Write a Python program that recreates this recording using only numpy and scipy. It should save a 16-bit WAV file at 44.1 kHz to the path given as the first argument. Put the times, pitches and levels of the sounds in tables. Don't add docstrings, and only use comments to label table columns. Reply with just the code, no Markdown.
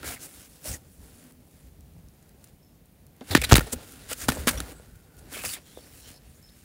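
import sys
import numpy as np
from scipy import signal
from scipy.fft import rfft, irfft
from scipy.io import wavfile
from scipy.ndimage import uniform_filter1d, map_coordinates

SR = 44100
rng = np.random.default_rng(int(sys.argv[2]) if len(sys.argv) > 2 else 0)


def generate_wav(signal):
    frames = np.transpose(np.atleast_2d(signal))
    scaled = np.clip(frames, -1, 1) * 32767
    pcm = np.round(scaled).astype(np.int16)
    wavfile.write(sys.argv[1], SR, pcm)


N = 292824


def undb(db):
    return 10 ** (np.asarray(db) / 20)


def level(x, db):
    return x * undb(db) / np.sqrt(np.mean(x ** 2))


def resonate(x, hz, width):
    return signal.lfilter(*signal.iirpeak(hz, hz / width, fs=SR), x)


def body(x, modes):
    total = 0
    for row, (hz, width, db) in zip(x, modes):
        total = total + undb(db) * resonate(resonate(row, hz, width), hz, 3 * width)
    return total


def add(track, s, piece):
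    i = int(s * SR)
    piece = piece[..., max(-i, 0):N - i]
    start = max(i, 0)
    track[..., start:start + piece.shape[-1]] += piece


def walk(rate):
    k = int(SR / rate)
    steps = np.repeat(rng.standard_normal(N // k + 1), k)
    return 1.3 * uniform_filter1d(uniform_filter1d(steps, k), k)[:N]


def swell(rise, fall):
    u = np.arange(-3 * rise, 4 * fall, 1 / SR)
    return np.where(u < 0, np.exp(-(u / rise) ** 2), np.exp(-np.abs(u / fall) ** 1.1))


def swing(hz, t60):
    u = np.arange(0, .3, 1 / SR)
    decay = np.exp(-np.log(1000) * u / t60)
    onset = 1 - np.exp(-u / .0003)
    return -np.cos(2 * np.pi * hz * u) * decay * onset


def room():
    # (frequency [Hz], relative density [dB])
    spectrum = [(28, -49.5), (42, -13), (75, -6.5), (103, -18.5), (148, -0.5), (325, -14.5), (411, -16.5),
                (855, -29), (1230, -30), (2430, -29), (7900, -35.5), (12300, -29.5)]
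    room_db = -59.5
    hz, db = np.transpose(spectrum)
    f = np.maximum(np.arange(N // 2 + 1) * SR / N, 1)
    gain = undb(np.interp(np.log(f), np.log(hz), db))
    return level(irfft(rfft(rng.standard_normal(N)) * gain, N), room_db)


def grit():
    size_db = 2.2 * walk(1500) + .4 * walk(250) + .3 * walk(50)
    return level(undb(size_db), 0)


def effort():
    # (time [s], hiss level [dB], rasp [dB re hiss], box drone [dB re hiss])
    shuffle = [(0, -57, 0.5, 1), (.56, -58, -5, -4.5), (.84, -66, -4, 4), (.95, -62.5, -8.5, -4.5),
               (1.4, -70, -9, 3), (2.3, -70, -3, 6), (2.7, -74.5, -25, 6), (3.17, -75.5, 2, 10.5),
               (3.33, -49, -0.5, -6), (3.45, -50, 6, 1.5), (3.639, -52, 5.5, 3.5), (3.79, -55, 0, 4.5),
               (3.92, -53, -5.5, -2), (4.16, -56.5, 0.5, -4.5), (4.66, -58.5, -1, -4.5),
               (5.09, -69.5, -4, 5), (5.28, -60, -0.5, 5.5), (5.63, -64, -3, -1), (6.21, -67.5, -2.5, 4),
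               (6.64, -63, -3, -7)]
    # (time [s], level [dB])
    rumble_levels = [(0, -45), (.3, -60.5), (.62, -61.5), (.7, -43), (.8, -55.5), (1.6, -60.5), (1.95, -52),
                     (2.2, -60), (3.25, -60.5), (3.45, -40), (3.64, -36), (3.7, -57), (3.74, -39.5),
                     (3.8, -57), (4.25, -51), (4.3, -25.5), (4.33, -45), (4.4, -36), (4.61, -37),
                     (4.68, -50.5), (5.1, -59.5), (5.25, -50), (5.56, -50.5), (5.65, -60), (6.64, -59.5)]
    # (full from [s], held [s], hiss level [dB], change while held [dB],
    # rasp [dB re hiss], box drone [dB re hiss])
    rubs = [(0.082, 0.065, -36, -5.5, -5, -9), (0.238, 0.021, -42, -1, -9, -9.5),
            (0.301, .16, -55.5, 2, -7.5, -16), (0.676, 0.08, -37, -6, -8, -8),
            (1.03, 0.28, -60.5, 0.5, -4, -1.5), (1.54, 0.14, -66.5, 0, -4, -5),
            (2.43, 0.063, -67, 0, -2.5, -9), (4.236, 0.012, -42.5, 2, -3, -7.5),
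            (4.31, 0.094, -41.5, -4, -1.5, 0), (4.42, 0.3, -51.5, 0, 0, 4), (4.7, 0.16, -67, 3, -2, 3.5),
            (5.19, 0.0093, -64, -0.5, -15, -13.5), (5.346, 0.071, -40.5, -2.5, -2.5, -8.5),
            (5.456, 0.09, -36, -2, -10, -20.5), (5.559, 0.022, -55.5, 0, 3.5, -1),
            (5.683, 0.33, -58.5, 0.5, -5.5, -8), (5.96, 0.13, -57.5, 5.5, -9, -11),
            (6.115, 0.057, -53.5, -10, -5.5, -10), (6.31, 0.087, -66.5, 1, -7.5, -7),
            (6.59, 0.056, -62, -2, -10, -7)]
    rub_rise_s, rub_fall_s = 0.034, .013
    # (top [s], rise [s], fall [s], rasp level [dB], hiss [dB re rasp], box drone [dB re rasp])
    scrapes = [(0.03, 0.0007, 0.0097, -43, -8, 4.5), (0.045, .002, .005, -49, -14, 6),
               (2.442, 0.0012, 0.0036, -58.5, 15.5, -8), (3.212, 0.00077, 0.011, -49, -25, 14),
               (3.3, .02, .01, -47.5, 3, -6.5), (3.311, .0015, .008, -36, 3.5, -1),
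               (3.319, 0.006, 0.022, -35.5, 2, 2.5), (3.3507, 0.00084, 0.0025, -4, -8, -24),
               (3.364, 0.0047, 0.0095, -20.5, -13, -10), (3.371, .003, .004, -30, -10, -9.5),
               (3.375, 0.0009, 0.0016, -28.5, 1, -4), (3.417, 0.00088, 0.003, -29, 2.5, -3.5),
               (3.423, 0.00057, 0.003, -29, -5, -9), (3.446, 0.0097, 0.0057, -26, -1.5, -13.5),
               (3.493, 0.0015, 0.035, -30, -3, -13.5), (3.5567, 0.00074, 0.00062, -4, -3.5, -8.5),
               (3.565, 0.0034, 0.00086, -23.5, 1, -10), (3.57, 0.004, 0.004, -25, 4.5, -13.5),
               (3.58, 0.0007, 0.0044, -21, -8, -8), (3.593, .002, .002, -38, 12, -1),
               (3.608, 0.001, 0.0067, -37, 3, 8), (3.671, 0.0047, 0.008, -44.5, -0.5, 9.5),
               (3.733, 0.0092, 0.0057, -33.5, 6.5, 1), (4.12, 0.026, 0.016, -38.5, 3.5, -5),
               (4.132, 0.0049, 0.004, -36.5, 8.5, -26), (4.225, 0.046, 0.021, -44, 7, -10),
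               (4.2851, 0.00071, 0.0065, -24, -1.5, -17.5), (4.29, 0.00082, 0.0044, -25, 1.5, -5),
               (4.303, 0.0094, 0.0033, -31, -4, -4), (4.3197, 0.0005, 0.0027, -30, 2, 6),
               (4.4727, 0.00046, 0.0062, -18.5, -1, -4), (4.482, 0.0019, .004, -18.5, -2.5, -10),
               (4.489, 0.0056, 0.009, -21, -1.5, -11.5), (4.513, 0.013, 0.0073, -37, 5, -3),
               (4.535, .012, 0.045, -45, 1.5, -5), (4.576, .002, 0.034, -45, -1, 2),
               (4.603, 0.00069, 0.0024, -31.5, 0, -3), (5.19, 0.0067, .006, -67, 14.5, -10),
               (5.33, .006, .006, -53, 9, -9), (5.438, 0.0015, 0.01, -35.5, -14, -2.5),
               (5.458, 0.012, 0.012, -35.5, 0.5, -13)]

    t = np.arange(N) / SR
    s, hiss_db, rasp, drone = np.transpose(shuffle)
    levels = [np.interp(t, s, db) + 0.64 * walk(8) for db in (hiss_db, hiss_db + rasp, hiss_db + drone)]
    levels.append(np.interp(t, *np.transpose(rumble_levels)) + 3.3 * walk(22))
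    power = undb(levels) ** 2

    edges, top_at = swell(rub_rise_s, rub_fall_s), int(3 * rub_rise_s * SR)
    for start, held, db, change_db, rasp, drone in rubs:
        hold = undb(np.linspace(0, change_db, int(abs(held) * SR) + 1))
        shape = np.concatenate([edges[:top_at], hold, hold[-1] * edges[top_at:]])
        strokes = np.outer(undb([db, db + rasp, db + drone]), shape)
        add(power[:3], start - 3 * rub_rise_s, strokes ** 2)

    for top, rise, fall, db, hiss, drone in scrapes:
        strokes = np.outer(undb([db + hiss, db, db + drone]), swell(rise, fall))
        add(power[:3], top - 3 * rise, strokes ** 2)
    return np.sqrt(power)


def rubbing(grain):
    # (centre [Hz], width of the narrower resonator [Hz], relative gain [dB])
    panel = [(270, 74, 4.5), (453, 103, -2.5), (530, 330, -2.5), (775, 110, -8)]
    skin = [(1064, 300, -8), (1444, 590, 25), (2060, 700, 16), (2300, 290, 5.5), (2880, 2600, 19),
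            (3870, 1600, 16), (4350, 2700, -12.5)]
    fibres = [(5700, 4700, -6), (6970, 2600, -2.5), (8300, 1300, -5), (9730, 2600, 1.5),
              (13300, 3400, -5.5), (15000, 2100, -2.5)]
    hiss, rasp, drone, rumble = effort()
    out = 0
    for force, modes in ((hiss, fibres), (rasp, skin), (drone, panel)):
        patchy = undb([1.7 * walk(25) for _ in modes])
        slips = grain * patchy * rng.standard_normal((len(modes), N))
        out = out + body(slips * force, modes) / np.std(body(slips, modes))
    shake = resonate(resonate(rng.standard_normal(N), 62., 60.), 70., 120.)
    return out + rumble * level(shake, 0)


def walls(x):
    # (lag [ms], share before the factor below, drift of the lag [ms])
    echoes = [(0.409, 0.11, 0.014), (1.081, 0.07, 0.015)]
    # (time [s], factor on the shares)
    clearance = [(0, 0.56), (3.2, 1.2), (3.7, 0.74), (4.8, 0.79), (5.55, 0.74), (5.75, 0.91), (6.15, 0.97),
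                 (6.3, .9)]
    clear = np.interp(np.arange(N) / SR, *np.transpose(clearance))
    late = 0
    for ms, share, drift in echoes:
        read_at = np.arange(N) - (ms + drift * walk(3)) * SR / 1000
        late = late + share * map_coordinates(x, [read_at], order=3)
    echo_power = clear ** 2 * sum(share ** 2 for _, share, _ in echoes)
    return (x + clear * late) / np.sqrt(1 + echo_power)


def rasps():
    # (top [s], rise [s], fall [s], RMS level at the top [dB], centre [Hz])
    drags = [(.055, .012, 0.011, -47, 2200), (.085, 0.045, 0.038, -48, 1600), (.1, 0.038, .04, -49.5, 2290),
             (.1, 0.041, 0.035, -49.5, 710), (.174, 0.024, 0.0039, -46.5, 2080),
             (.66, .008, 0.012, -45, 600), (.695, 0.017, 0.012, -41, 5500), (.695, .02, .015, -44, 10200),
             (.715, .03, .012, -40, 8100), (.745, 0.017, .005, -40, 6400), (.75, 0.017, .008, -44.5, 8900),
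             (.75, 0.014, 0.0092, -45.5, 1870), (1.3, 0.23, 0.21, -58.5, 252), (1.95, 0.14, .1, -58, 170),
             (3.314, 0.0077, 0.013, -31, 4180), (3.335, .012, .01, -38, 3600),
             (3.363, .006, 0.011, -34, 3600), (3.418, 0.0023, 0.003, -26, 2410),
             (3.424, .001, 0.0021, -37, 5300), (3.441, .006, .006, -26.5, 2190),
             (3.449, 0.0085, 0.0048, -27, 3846), (3.734, 0.011, 0.0047, -30, 7760),
             (3.849, 0.19, 0.14, -63, 1390), (4.36, .03, 0.0088, -44.5, 7800),
             (4.55, 0.041, 0.026, -45, 590), (4.585, .004, 0.006, -46, 3330),
             (4.586, 0.004, 0.005, -46, 5780), (3.39, .006, 0.011, -36, 2100),
             (3.385, .004, .008, -42, 3300), (4.05, .1, 0.11, -69, 1440),
             (4.133, 0.0038, 0.0033, -37.5, 2580), (4.7, .1, 0.13, -61, 1432),
             (4.95, 0.1, 0.12, -69.5, 1470), (5.2, 0.13, .08, -67.5, 1460), (4.78, .06, .04, -61, 8100),
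             (5.345, .01, .01, -48, 1534), (5.355, 0.019, 0.014, -45, 3100),
             (5.36, 0.016, .015, -42.5, 2300), (5.39, .005, .008, -41, 2400),
             (5.418, 0.016, 0.0093, -43, 2500), (5.465, .012, .005, -36.5, 5120),
             (5.541, .004, .003, -41, 8300), (5.51, .03, .02, -42.5, 4640),
             (5.456, 0.013, 0.013, -37.5, 2580), (5.461, 0.013, 0.022, -38, 6700),
             (5.495, .018, .02, -43, 2700), (5.545, 0.014, 0.022, -44.5, 2250),
             (5.55, 0.022, 0.011, -42, 3640), (5.7, .05, .05, -63, 3320), (5.79, 0.05, .01, -59, 3500),
             (5.7, .04, 0.045, -64, 4100), (5.86, 0.15, 0.092, -66, 5500), (5.84, 0.053, 0.022, -63, 4480),
             (6.08, 0.062, 0.039, -59, 3090), (6.0, .04, 0.029, -66, 2650),
             (6.079, 0.014, 0.011, -60, 7000), (6.06, .08, 0.048, -59.5, 4100),
             (6.175, 0.074, 0.0075, -62.5, 4300), (6.06, 0.065, 0.048, -59.5, 5530),
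             (6.175, 0.066, 0.0086, -62, 5200), (6.364, 0.028, 0.022, -65, 6900),
             (6.491, 0.003, .005, -53, 3910)]
    # (level [dB], width of each of two resonators [share of the centre])
    widths = [(-62, .12), (-30, 0.29)]
    out = np.zeros(N)
    for (top, rise, fall, db, hz), noise in zip(drags, rng.standard_normal((len(drags), 2 * SR))):
        shape = swell(rise, fall)[:SR + SR // 2]
        width = hz * np.interp(db, *np.transpose(widths))
        band = level(resonate(resonate(noise, hz, width), hz, width), db)
        add(out, top - 3 * rise, band[-len(shape):] * shape)
    return out


def knocks():
    # (time [s], level of a mode at the favoured pitch [dB], favoured pitch [Hz]: low for pad, high for claw)
    hits = [(.031, -35.5, 1400), (.033, -46, 280), (.044, -36, 1400), (3.212, -36.5, 268),
            (3.3506, 2.5, 1850), (3.3755, -23, 303), (3.5134, -2, 1110), (3.5231, 24, 885),
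            (3.563, -7, 1010), (3.5655, -12, 1400), (3.58, -21, 1770), (3.607, -24, 1440),
            (3.6075, -32, 2400), (3.614, -36, 1700), (3.417, -23, 2500), (3.423, -27, 2490),
            (3.424, -31.5, 500), (3.495, -32, 300), (3.734, -28, 260), (3.737, -31, 438),
            (4.116, -32.5, 510), (4.12, -29.5, 1400), (4.286, -11.5, 240), (4.2865, -10, 940),
            (4.2888, -8.5, 1400), (4.319, -25, 2200), (4.371, -27, 630), (4.4723, -15, 233),
            (4.4728, -18, 1380), (4.486, -35, 795), (4.508, -34, 245), (4.545, -41, 560), (4.565, -42, 700),
            (4.575, -31.5, 3420), (4.5752, -32, 5750), (4.67, -42, 770), (4.728, -44, 610),
            (4.75, -54, 480), (4.798, -45, 600), (4.822, -56, 590), (5.369, -35.5, 557),
            (5.439, -34.5, 880), (5.442, -40, 510), (5.4385, -42, 1400), (5.444, -32, 900),
            (5.447, -38, 1700), (5.462, -37.5, 600), (5.565, -41, 1800), (5.57, -43, 800),
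            (5.585, -49, 650), (5.7735, -36.5, 475), (5.79, -44.5, 580)]
    # (frequency [Hz], t60 [s])
    card = [(245, 0.087), (280, 0.028), (392, .03), (440, 0.023), (505, 0.055), (600, 0.03), (775, 0.016),
            (880, 0.012), (1400, .035), (1815, .04), (2500, .018), (3450, 0.026), (5750, .035)]
    contact_db_per_oct2 = -61
    press_from_db, press_shortens = -23, 0.41
    out = np.zeros(N)
    for s, db, favoured_hz in hits:
        shorter = undb(-press_shortens * max(db - press_from_db, 0))
        for hz, t60 in card:
            mode_db = db + contact_db_per_oct2 * np.log2(hz / favoured_hz) ** 2
            add(out, s, undb(mode_db) * swing(hz, t60 * shorter))
    return out


def jolts():
    # (time [s], level before the onset softens it [dB], swing [Hz], t60 [s])
    blows = [(0.658, -52, 70, .13), (1.966, -47, 90, .17), (3.305, -24.5, 89.8, 0.38),
             (3.352, 2, 290, 0.021), (3.355, -9.5, 114, 0.035), (3.384, -25, 66, 0.3),
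             (3.5237, 8, 74.6, 0.042), (3.5312, 1, 52, 0.027), (3.5409, 3, 95, 0.019),
             (3.555, -12.5, 54, 0.21), (3.5825, -10.5, 300, 0.02), (3.585, -9, 125, 0.031),
             (4.287, -19.5, 151, 0.056), (4.386, -26, 66.6, 0.38), (4.542, -29, 58, 0.47),
             (4.599, -26.5, 68.4, 0.15), (6.107, -40, 90, 0.052)]
    out = np.zeros(N)
    for s, db, hz, t60 in blows:
        add(out, s, undb(db) * swing(hz, t60))
    return out


def snaps():
    # (time [s], peak level [dB], centre [Hz])
    releases = [(1.24, -42, 9000), (1.3226, -42, 10200), (1.5125, -46, 10100), (1.808, -41, 10500),
                (1.937, -47, 10000), (2.0862, -42.5, 7760), (2.2268, -45, 11000), (2.293, -41, 11500),
                (2.474, -46, 5360), (2.649, -54, 10500), (2.858, -44, 11000), (3.0669, -42.5, 10500),
                (3.166, -45, 9890), (3.2097, -39, 2940), (3.35, -6.5, 4060), (3.5138, -6, 3064),
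                (3.518, 4.5, 3110), (3.5211, 2, 6100), (3.525, 0.5, 4000), (3.5309, 7.5, 5980),
                (3.5321, 1, 6550), (3.541, 4.5, 4714), (3.5536, -3, 3380), (3.563, -9.5, 5970),
                (3.5653, -10, 6500), (3.58, -7.5, 2780), (3.5947, -8, 6600), (3.922, -30.5, 10900),
                (4.284, -13.5, 3940), (4.2892, -3, 7660), (4.47, -19, 4950), (4.6035, -18.5, 6150),
                (4.958, -42.5, 9800), (5.168, -44, 9740), (6.0071, -35, 7500), (6.115, -38, 7000),
                (6.4277, -41.5, 10500), (6.535, -51, 10000)]
    out, u = np.zeros(N), np.arange(0, .006, 1 / SR)
    for (s, db, hz), noise in zip(releases, rng.standard_normal((len(releases), len(u)))):
        burst = noise * np.exp(-u / .0004)
        ring = resonate(resonate(burst, hz, 1.0 * hz), hz, 1.0 * hz)
        push = np.interp(db, [-14, -4], [0, 1.8]) * np.exp(-((u - .0002) / .00007) ** 2)
        broad_share = np.interp(db, [-40, -10], [0, .6])
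        snap = ring + broad_share * (burst + push)
        add(out, s, undb(db) * snap / np.abs(snap).max())
    return out


def chirps():
    # (time [s], initial echo level [dB], pitch [Hz], t60 [s])
    calls = [(2.62, -66, 5300, 0.34), (6.426, -58.5, 5250, 0.54)]
    out, u = np.zeros(N), np.arange(0, .5, 1 / SR)
    for (s, db, hz, t60), noise in zip(calls, rng.standard_normal((len(calls), len(u)))):
        echoes = level(resonate(resonate(noise, hz, 200.), hz, 200.), 0)
        note = 0.56 * np.sin(2 * np.pi * hz * u) * np.exp(-u / .03)
        decay = np.exp(-np.log(1000) * u / t60)
        add(out, s, undb(db) * (note + echoes * decay))
    return out


def scene():
    grain = grit()
    friction = walls(rubbing(grain)) + grain * rasps()
    return (friction + snaps() + jolts() + knocks() + chirps() + room())[None]


def record(dry):
    overload, top_hz = .7, 15750
    dry = signal.sosfilt(signal.butter(4, 35, "high", fs=SR, output="sos"), dry)
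    flat = dry / (1 + np.abs(dry / overload) ** 6) ** (1 / 6)
    return signal.sosfilt(signal.ellip(12, .2, 90, top_hz, fs=SR, output="sos"), flat)


dry = scene()
out = record(dry)
generate_wav(out)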